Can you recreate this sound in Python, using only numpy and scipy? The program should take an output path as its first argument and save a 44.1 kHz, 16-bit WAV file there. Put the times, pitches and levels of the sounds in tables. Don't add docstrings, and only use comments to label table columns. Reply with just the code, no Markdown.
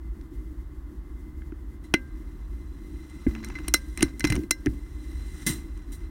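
import sys
import numpy as np
from scipy import signal
from scipy.fft import rfft, irfft, next_fast_len
from scipy.io import wavfile
from scipy.ndimage import uniform_filter1d

SR = 44100
rng = np.random.default_rng(int(sys.argv[2]) if len(sys.argv) > 2 else 0)


def wav_record(signal):
    frames = np.transpose(np.atleast_2d(signal))
    bounded = np.clip(frames, -1, 1)
    quanta = np.round(bounded * 32767).astype(np.int16)
    wavfile.write(sys.argv[1], SR, quanta)


N = 269010
TIME = np.arange(N) / SR

# (frequency before detuning [Hz], relative level [dB], t60 [s])
STEEL_MODES = [(544, -38, 0.37), (1542, -11, 0.058), (1790, -23, 0.044), (2340, -20, .05),
               (2630, -22.5, .04), (2800, -29, 0.11), (1588, -31, .5), (2056, 0, .082), (4044, 0, .066),
               (5335, -30, .25), (5499, -4, .065), (5872, -8, .05), (6630, -22.5, 0.034),
               (7570, -13.5, 0.069), (9100, -28, 0.063), (8430, -11.5, 0.032), (10160, -20, 0.034),
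               (11130, -15.5, 0.052), (11400, -20, .07), (13719, -19, .07)]
# (frequency [Hz], relative level [dB])
MURMUR_COLOUR = [(100, -9.5), (180, -6.5), (250, -5), (315, 3), (360, -4.5), (430, -22.5), (600, -31.5),
                 (1200, -43.5)]
RATTLE_DB = -23.5


def undb(db):
    return 10 ** (np.asarray(db) / 20)


def unit(x):
    return x / np.sqrt(np.mean(x ** 2))


def fade(t, t60):
    return np.exp(-np.log(1000) * np.maximum(t, 0) / t60)


def add(out, s, x):
    start = int(s * SR)
    out[start:start + len(x)] += x[:N - start]


def spectrum(points, count, tilt_db=0):
    hz = np.maximum(np.fft.rfftfreq(count, 1 / SR), 1)
    table = np.array(points)
    db = np.interp(np.log(hz), np.log(table[:, 0]), table[:, 1])
    return hz, db + tilt_db * np.log2(np.maximum(hz, 2000) / 2000)


def noise(points, tilt_db=0):
    size = next_fast_len(N, True)
    _, db = spectrum(points, size, tilt_db)
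    shaped = rfft(rng.standard_normal(size)) * undb(db)
    return unit(irfft(shaped, size)[:N])


def causal(x, db):
    cepstrum = irfft(db * np.log(10) / 20)
    cepstrum[1:len(x) // 2] *= 2
    cepstrum[len(x) // 2 + 1:] = 0
    return irfft(rfft(x) * np.exp(rfft(cepstrum)))


def walk(rate):
    hold = max(int(SR / rate), 1)
    held = np.repeat(rng.standard_normal(N // hold + 1), hold)
    return unit(uniform_filter1d(held, hold))[:N]


def ring(modes, t):
    total = 0
    for hz, db, t60 in modes:
        detuned_hz = hz * (1 + 0.0011 * rng.standard_normal())
        total = total + undb(db) * fade(t, t60) * np.sin(2 * np.pi * detuned_hz * t)
    return total


def open_air(air_db=-62.5):
    # (frequency [Hz], relative level [dB])
    air_colour = [(100, 2.5), (450, 6.5), (700, 2), (1050, 8.5), (1500, 2.5), (1950, 2.5), (2300, -12),
                  (3500, -10), (8900, -35.5), (10500, -70), (15500, -21.5)]
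    swell_db = .4 * walk(3)
    return noise(air_colour) * undb(air_db + swell_db)


def grip(scrape, steel_t60=0.14, steel_db=-24, sway_db=1.5, tremor_db=2.24):
    # (frequency [Hz], relative level [dB])
    rumble_colour = [(15, -31.5), (25, -14), (38, -1.5), (48, 5), (59, 4.5), (72, -0.5), (95, -16.5),
                     (140, -18.5), (200, -36), (400, -63)]
    rumble_db, murmur_db = -37, -47.5
    effort_db = 7
    waver_db = 1.5 * walk(14)
    steel_hz = 2054
    rumble = noise(rumble_colour) * undb(rumble_db + sway_db * walk(9))
    effort = np.hypot(undb(murmur_db), undb(effort_db) * scrape)
    tremble = effort * undb(tremor_db * walk(22))
    main_mode = ring([(steel_hz, 0, steel_t60)], TIME[:SR // 2])
    steel = unit(signal.fftconvolve(rng.standard_normal(N), main_mode)[:N])
    return rumble + tremble * (noise(MURMUR_COLOUR) + steel * undb(steel_db + waver_db))


def crack(t, tilt_db, part_hz, contact_ms, tail_db, part_db=7, part_octaves=0.24, tail_t60=0.11):
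    # (frequency [Hz], relative level [dB])
    contact_colour = [(150, -27), (450, -6.5), (750, -5), (1100, -4.5), (1600, 0.5), (2700, 1), (3400, -5),
                      (4700, -6), (5800, 2), (7900, -11), (8900, 5.5), (9450, -7.5), (10000, -2),
                      (11500, -8.5), (12300, -9.5), (15500, -11.5)]
    age = t * 1000 / contact_ms
    rattle = undb(tail_db) * fade(t, tail_t60) * (1 - np.exp(-age))
    chatter = age * np.exp(1 - age) + rattle
    hz, db = spectrum(contact_colour, len(t), tilt_db)
    db = db + part_db * np.exp(-.5 * (np.log2(hz / part_hz) / part_octaves) ** 2)
    x = causal(chatter * rng.standard_normal(len(t)), db)
    return x / np.sqrt(np.sum(x ** 2) / (SR / 100))


def action(crack_db=-2, low_db=0, high_db=-2, knock_db=-1, steel_rise_s=0.0014, mount_rise_s=0.0013,
           mount_top_hz=400):
    # (time [s], crack level [dB], crack tilt [dB per octave], resonance of the part struck [Hz],
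    #  contact time [ms], steel ring level [dB], mount knock level [dB])
    blows = [(0.211, -59.5, -5, 3900, 1.1, -72, -72), (1.419, -53, -12, 1570, 0.78, -57, -52),
             (1.521, -53.5, -14, 1480, 0.59, -63, -25), (1.9389, -16.5, -6, 2660, 1.4, -12.5, -9),
             (3.266, -44, -18, 1600, 1.1, -35, -10.5), (3.351, -41, -8.5, 2950, 0.6, -45.5, -32),
             (3.361, -46.5, -18, 700, 0.89, -64, -33), (3.438, -44, -12.5, 4530, 1.2, -39, -50),
             (3.446, -39.5, 0, 8900, 0.58, -39.5, -55), (3.499, -41.5, -9, 930, 2, -49, -29.5),
             (3.5532, -43, -6.5, 2100, 2.1, -28, -55), (3.585, -40.5, -8, 1300, 2.6, -52, -34),
             (3.681, -28, 0, 9150, 1.3, -37, -24), (3.7394, -15.5, .5, 5300, 0.22, -20, -49),
             (3.7414, -15.5, 0.5, 1240, 1.13, -20, -17), (3.9748, -33, -1.5, 8300, 0.66, -35, -31),
             (4.0077, -32.5, -2.5, 2820, 0.54, -37, -25), (4.0228, -28, -7.5, 8900, 1.24, -24.5, -51),
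             (4.0265, -17, -2, 9300, 1.2, -20, -5), (4.1956, -36, 2.5, 9200, 0.7, -41, -61),
             (4.2059, -32, -4.5, 5700, 0.83, -28, -40), (4.2415, -25.5, -5, 2700, 0.84, -23, -8.5),
             (4.2484, -24, -5, 5570, 2, -30, -21), (4.2705, -34.5, -0.5, 5500, 2.2, -27, -37),
             (4.3003, -29.5, -3.5, 8350, 1.7, -27.5, -35), (4.322, -28, -4, 2350, 1.5, -22, -25),
             (4.3534, -37, -2.5, 9150, 1.4, -41.5, -26), (4.362, -36.5, -7, 6000, 1.1, -54, -20),
             (4.39, -55, -1, 6000, 1, -66, -15.5), (4.4347, -53.5, -2, 1800, 1, -49, -24),
             (4.5084, -16, 1.2, 6270, 1.54, -19, -22.5), (4.6597, -35.5, -3, 1750, 0.93, -51, -12.5),
             (4.667, -31.5, -13.5, 1790, 0.95, -41, -9)]
    # (frequency before detuning [Hz], relative level [dB], t60 [s])
    mount_modes = [(335.8, -8, 0.078), (309.2, -2, 0.063), (257, -21, 0.18)]
    high_ring_hz = 3300
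    high_ring_octaves = 2.5
    metal, knocks, t = np.zeros(N), np.zeros(N), TIME[:2 ** 15]
    low = [mode for mode in STEEL_MODES if mode[0] < high_ring_hz]
    high = [mode for mode in STEEL_MODES if mode[0] >= high_ring_hz]
    for s, db, tilt_db, part_hz, contact_ms, ring_db, mount_db in blows:
        blow_crack = crack(t, tilt_db, part_hz, contact_ms, RATTLE_DB)
        add(metal, s, undb(db + crack_db) * blow_crack)
        bright = []
        for hz, mode_db, t60 in high:
            octaves = high_ring_octaves + 2 * np.log2(hz / high[0][0])
            bright.append((hz, mode_db + min(tilt_db, 0) * octaves, t60))
        steel = undb(low_db) * ring(low, t) + undb(high_db) * ring(bright, t)
        add(metal, s, undb(ring_db) * steel * (1 - np.exp(-t / steel_rise_s)))
        knock = ring(mount_modes, t) * (1 - np.exp(-t / mount_rise_s))
        add(knocks, s, undb(mount_db + knock_db) * knock)
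    lowpass = signal.butter(6, mount_top_hz, fs=SR, output="sos")
    return metal + signal.sosfilt(lowpass, knocks)


def friction(hiss, scrape, grain_db=1.5, slip_db=3, steel_db=-4, steel_tilt_db=3, rise_s=0.00082,
             swipe_grain_db=1.0, muted_db=-14):
    # (frequency [Hz], relative level [dB])
    rubbing_colour = [(150, 14.5), (330, 20.5), (520, -8.5), (1200, -6), (1750, 2.5), (2050, 7),
                      (2300, -4.5), (2700, 1), (3700, 0), (4500, -2.5), (5900, 0.5), (8000, -1.5),
                      (8900, 8), (9400, 0), (10800, -3.5), (12300, -6), (15500, -8)]
    # (frequency [Hz], relative level [dB])
    scraping_colour = [(200, 14), (550, -7), (1000, 2.5), (1650, 0), (2700, -0.5), (3400, -9.5),
                       (4600, -9.5), (5800, -6.5), (7500, -14), (15500, -34)]
    # (time [s], level [dB], hold [s], t60 [s], tilt [dB per octave])
    swipes = [(1.837, -56, 0.014, 0.16, -1), (5.4639, -24, 0.0072, 0.23, 3), (5.919, -47, 0.016, 0.17, 5.5)]
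    rub = noise(rubbing_colour) * hiss * undb(grain_db * walk(160))
    rub += noise(scraping_colour) * scrape * undb(slip_db * walk(220))
    for s, db, hold_s, t60, tilt_db in swipes:
        age = np.maximum(TIME - s, 0)
        envelope = (1 - np.exp(-age / rise_s)) * fade(age - hold_s, t60)
        rub += noise(rubbing_colour, tilt_db) * envelope * undb(db + swipe_grain_db * walk(250))
    # light, quick slips favour the higher modes; the hand mutes those near 5.4 kHz
    rubbed_modes = []
    for hz, db, t60 in STEEL_MODES:
        muted = 5200 < hz < 5600
        rubbed_modes.append((hz, db + steel_tilt_db * np.log2(hz) + muted_db * muted, t60))
    steel = ring(rubbed_modes, TIME[:SR // 2])
    steel = steel / np.sqrt(np.sum(steel ** 2))
    return rub + undb(steel_db) * signal.fftconvolve(rub, steel)[:N]


def discharge(rise_s=0.00066):
    # (time [s], level before rise and decay [dB], t60 [s])
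    puff = (1.9395, -14, 0.029)
    # (frequency [Hz], relative level [dB])
    puff_colour = [(300, 7), (600, -6), (1000, -10), (1350, -0.5), (1570, 10), (1950, -25), (2650, 5.5),
                   (3200, -18), (4100, -14.5), (5100, -6), (6100, -31.5), (8800, -21), (11500, -22),
                   (15500, -23)]
    s, db, t60 = puff
    age = np.maximum(TIME - s, 0)
    return noise(puff_colour) * undb(db) * (1 - np.exp(-age / rise_s)) * fade(age, t60)


def strokes():
    # (start [s], end [s], bright hiss level [dB], dull scrape level [dB], swell from start to end [dB])
    stroke_list = [(1.95, 2.396, -74.5, -71.5, -1.5), (2.4, 3.25, -60, -60, 14),
                   (3.27, 3.68, -68, -51, 6.5), (3.754, 4.225, -64, -79, -8.5), (3.978, 4.032, -70, -42, 5),
                   (4.23, 4.345, -62.5, -45, 3), (4.538, 5.242, -56.5, -59.5, 11.5),
                   (5.258, 5.43, -48.5, -57.5, 10), (5.477, 5.505, -53, -45.5, -7),
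                   (5.55, 6.055, -67, -64.5, -0.5)]
    rise_s, t60 = .005, 0.26
    hiss, scrape = np.zeros(N), np.zeros(N)
    for start, end, hiss_db, scrape_db, swell_db in stroke_list:
        age = np.maximum(TIME - start, 0)
        swell = undb(swell_db * (np.minimum(age / (end - start), 1) - 1))
        shape = (1 - np.exp(-age / rise_s)) * swell * fade(TIME - end, t60)
        hiss += undb(hiss_db) * shape
        scrape += undb(scrape_db) * shape
    return hiss, scrape


def ticks(scrape, per_s=35, tick_db=0, scatter_db=4.5, tilt_db=-0.5, part_hz=8000, contact_ms=1.0):
    chance = per_s / SR * scrape / scrape.max()
    slips = (rng.random(N) < chance) * undb(tick_db + scatter_db * rng.standard_normal(N)) * scrape
    tick = crack(TIME[:2 ** 12], tilt_db, part_hz, contact_ms, RATTLE_DB)
    return signal.fftconvolve(slips, tick)[:N]


def thuds(rise_s=0.0017, shudder_rise_s=0.019):
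    # (time [s], level [dB], pitch of the first bump before detuning [Hz])
    jolts = [(3.266, -7.5, 255), (4.029, -13.5, 135), (4.242, -13.5, 143), (4.302, -9.5, 124),
             (4.326, -19.5, 168), (4.349, -13.5, 95), (4.377, -14.5, 257), (4.678, -10, 86),
             (5.474, -18, 227), (5.498, -16.5, 143)]
    bump_t60_s = .045
    sway_hz, sway_db, sway_t60_s, sway_lag_s = 61.3, -7.5, 0.12, 0.0152
    shudder_db, shudder_t60_s = -21, 0.3
    out, shudder, t = np.zeros(N), np.zeros(N), TIME[:SR // 2]
    onset = 1 - np.exp(-t / rise_s)
    for s, db, hz in jolts:
        add(out, s, ring([(hz, db, bump_t60_s)], t) * onset)
        add(out, s + sway_lag_s, ring([(sway_hz, db + sway_db, sway_t60_s)], t) * onset)
        tremble = fade(t, shudder_t60_s) * (1 - np.exp(-t / shudder_rise_s))
        add(shudder, s, undb(db + shudder_db) * tremble)
    return out + shudder * noise(MURMUR_COLOUR)


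def lever_hum():
    # (level before rise and decay [dB], frequency before detuning [Hz], t60 [s], rise [s])
    hum = (-14.5, 222.5, 0.52, 0.35)
    lever_free_s = 3.29
    db, hz, t60, rise_s = hum
    age = np.maximum(TIME - lever_free_s, 0)
    return ring([(hz, db, t60)], age) * (1 - np.exp(-age / rise_s))


def scene():
    hiss, scrape = strokes()
    background = open_air() + grip(scrape)
    blows_and_shot = action() + discharge()
    handling = friction(hiss, scrape) + ticks(scrape)
    gun_motion = thuds() + lever_hum()
    return (background + blows_and_shot + handling + gun_motion)[None]


def record(dry):
    top_hz = 15900
    rounded = 1.108 * np.tanh(dry / 1.081)
    lowpass = signal.ellip(8, .2, 70, top_hz, fs=SR, output="sos")
    return signal.sosfilt(lowpass, rounded)


dry = scene()
out = record(dry)
wav_record(out)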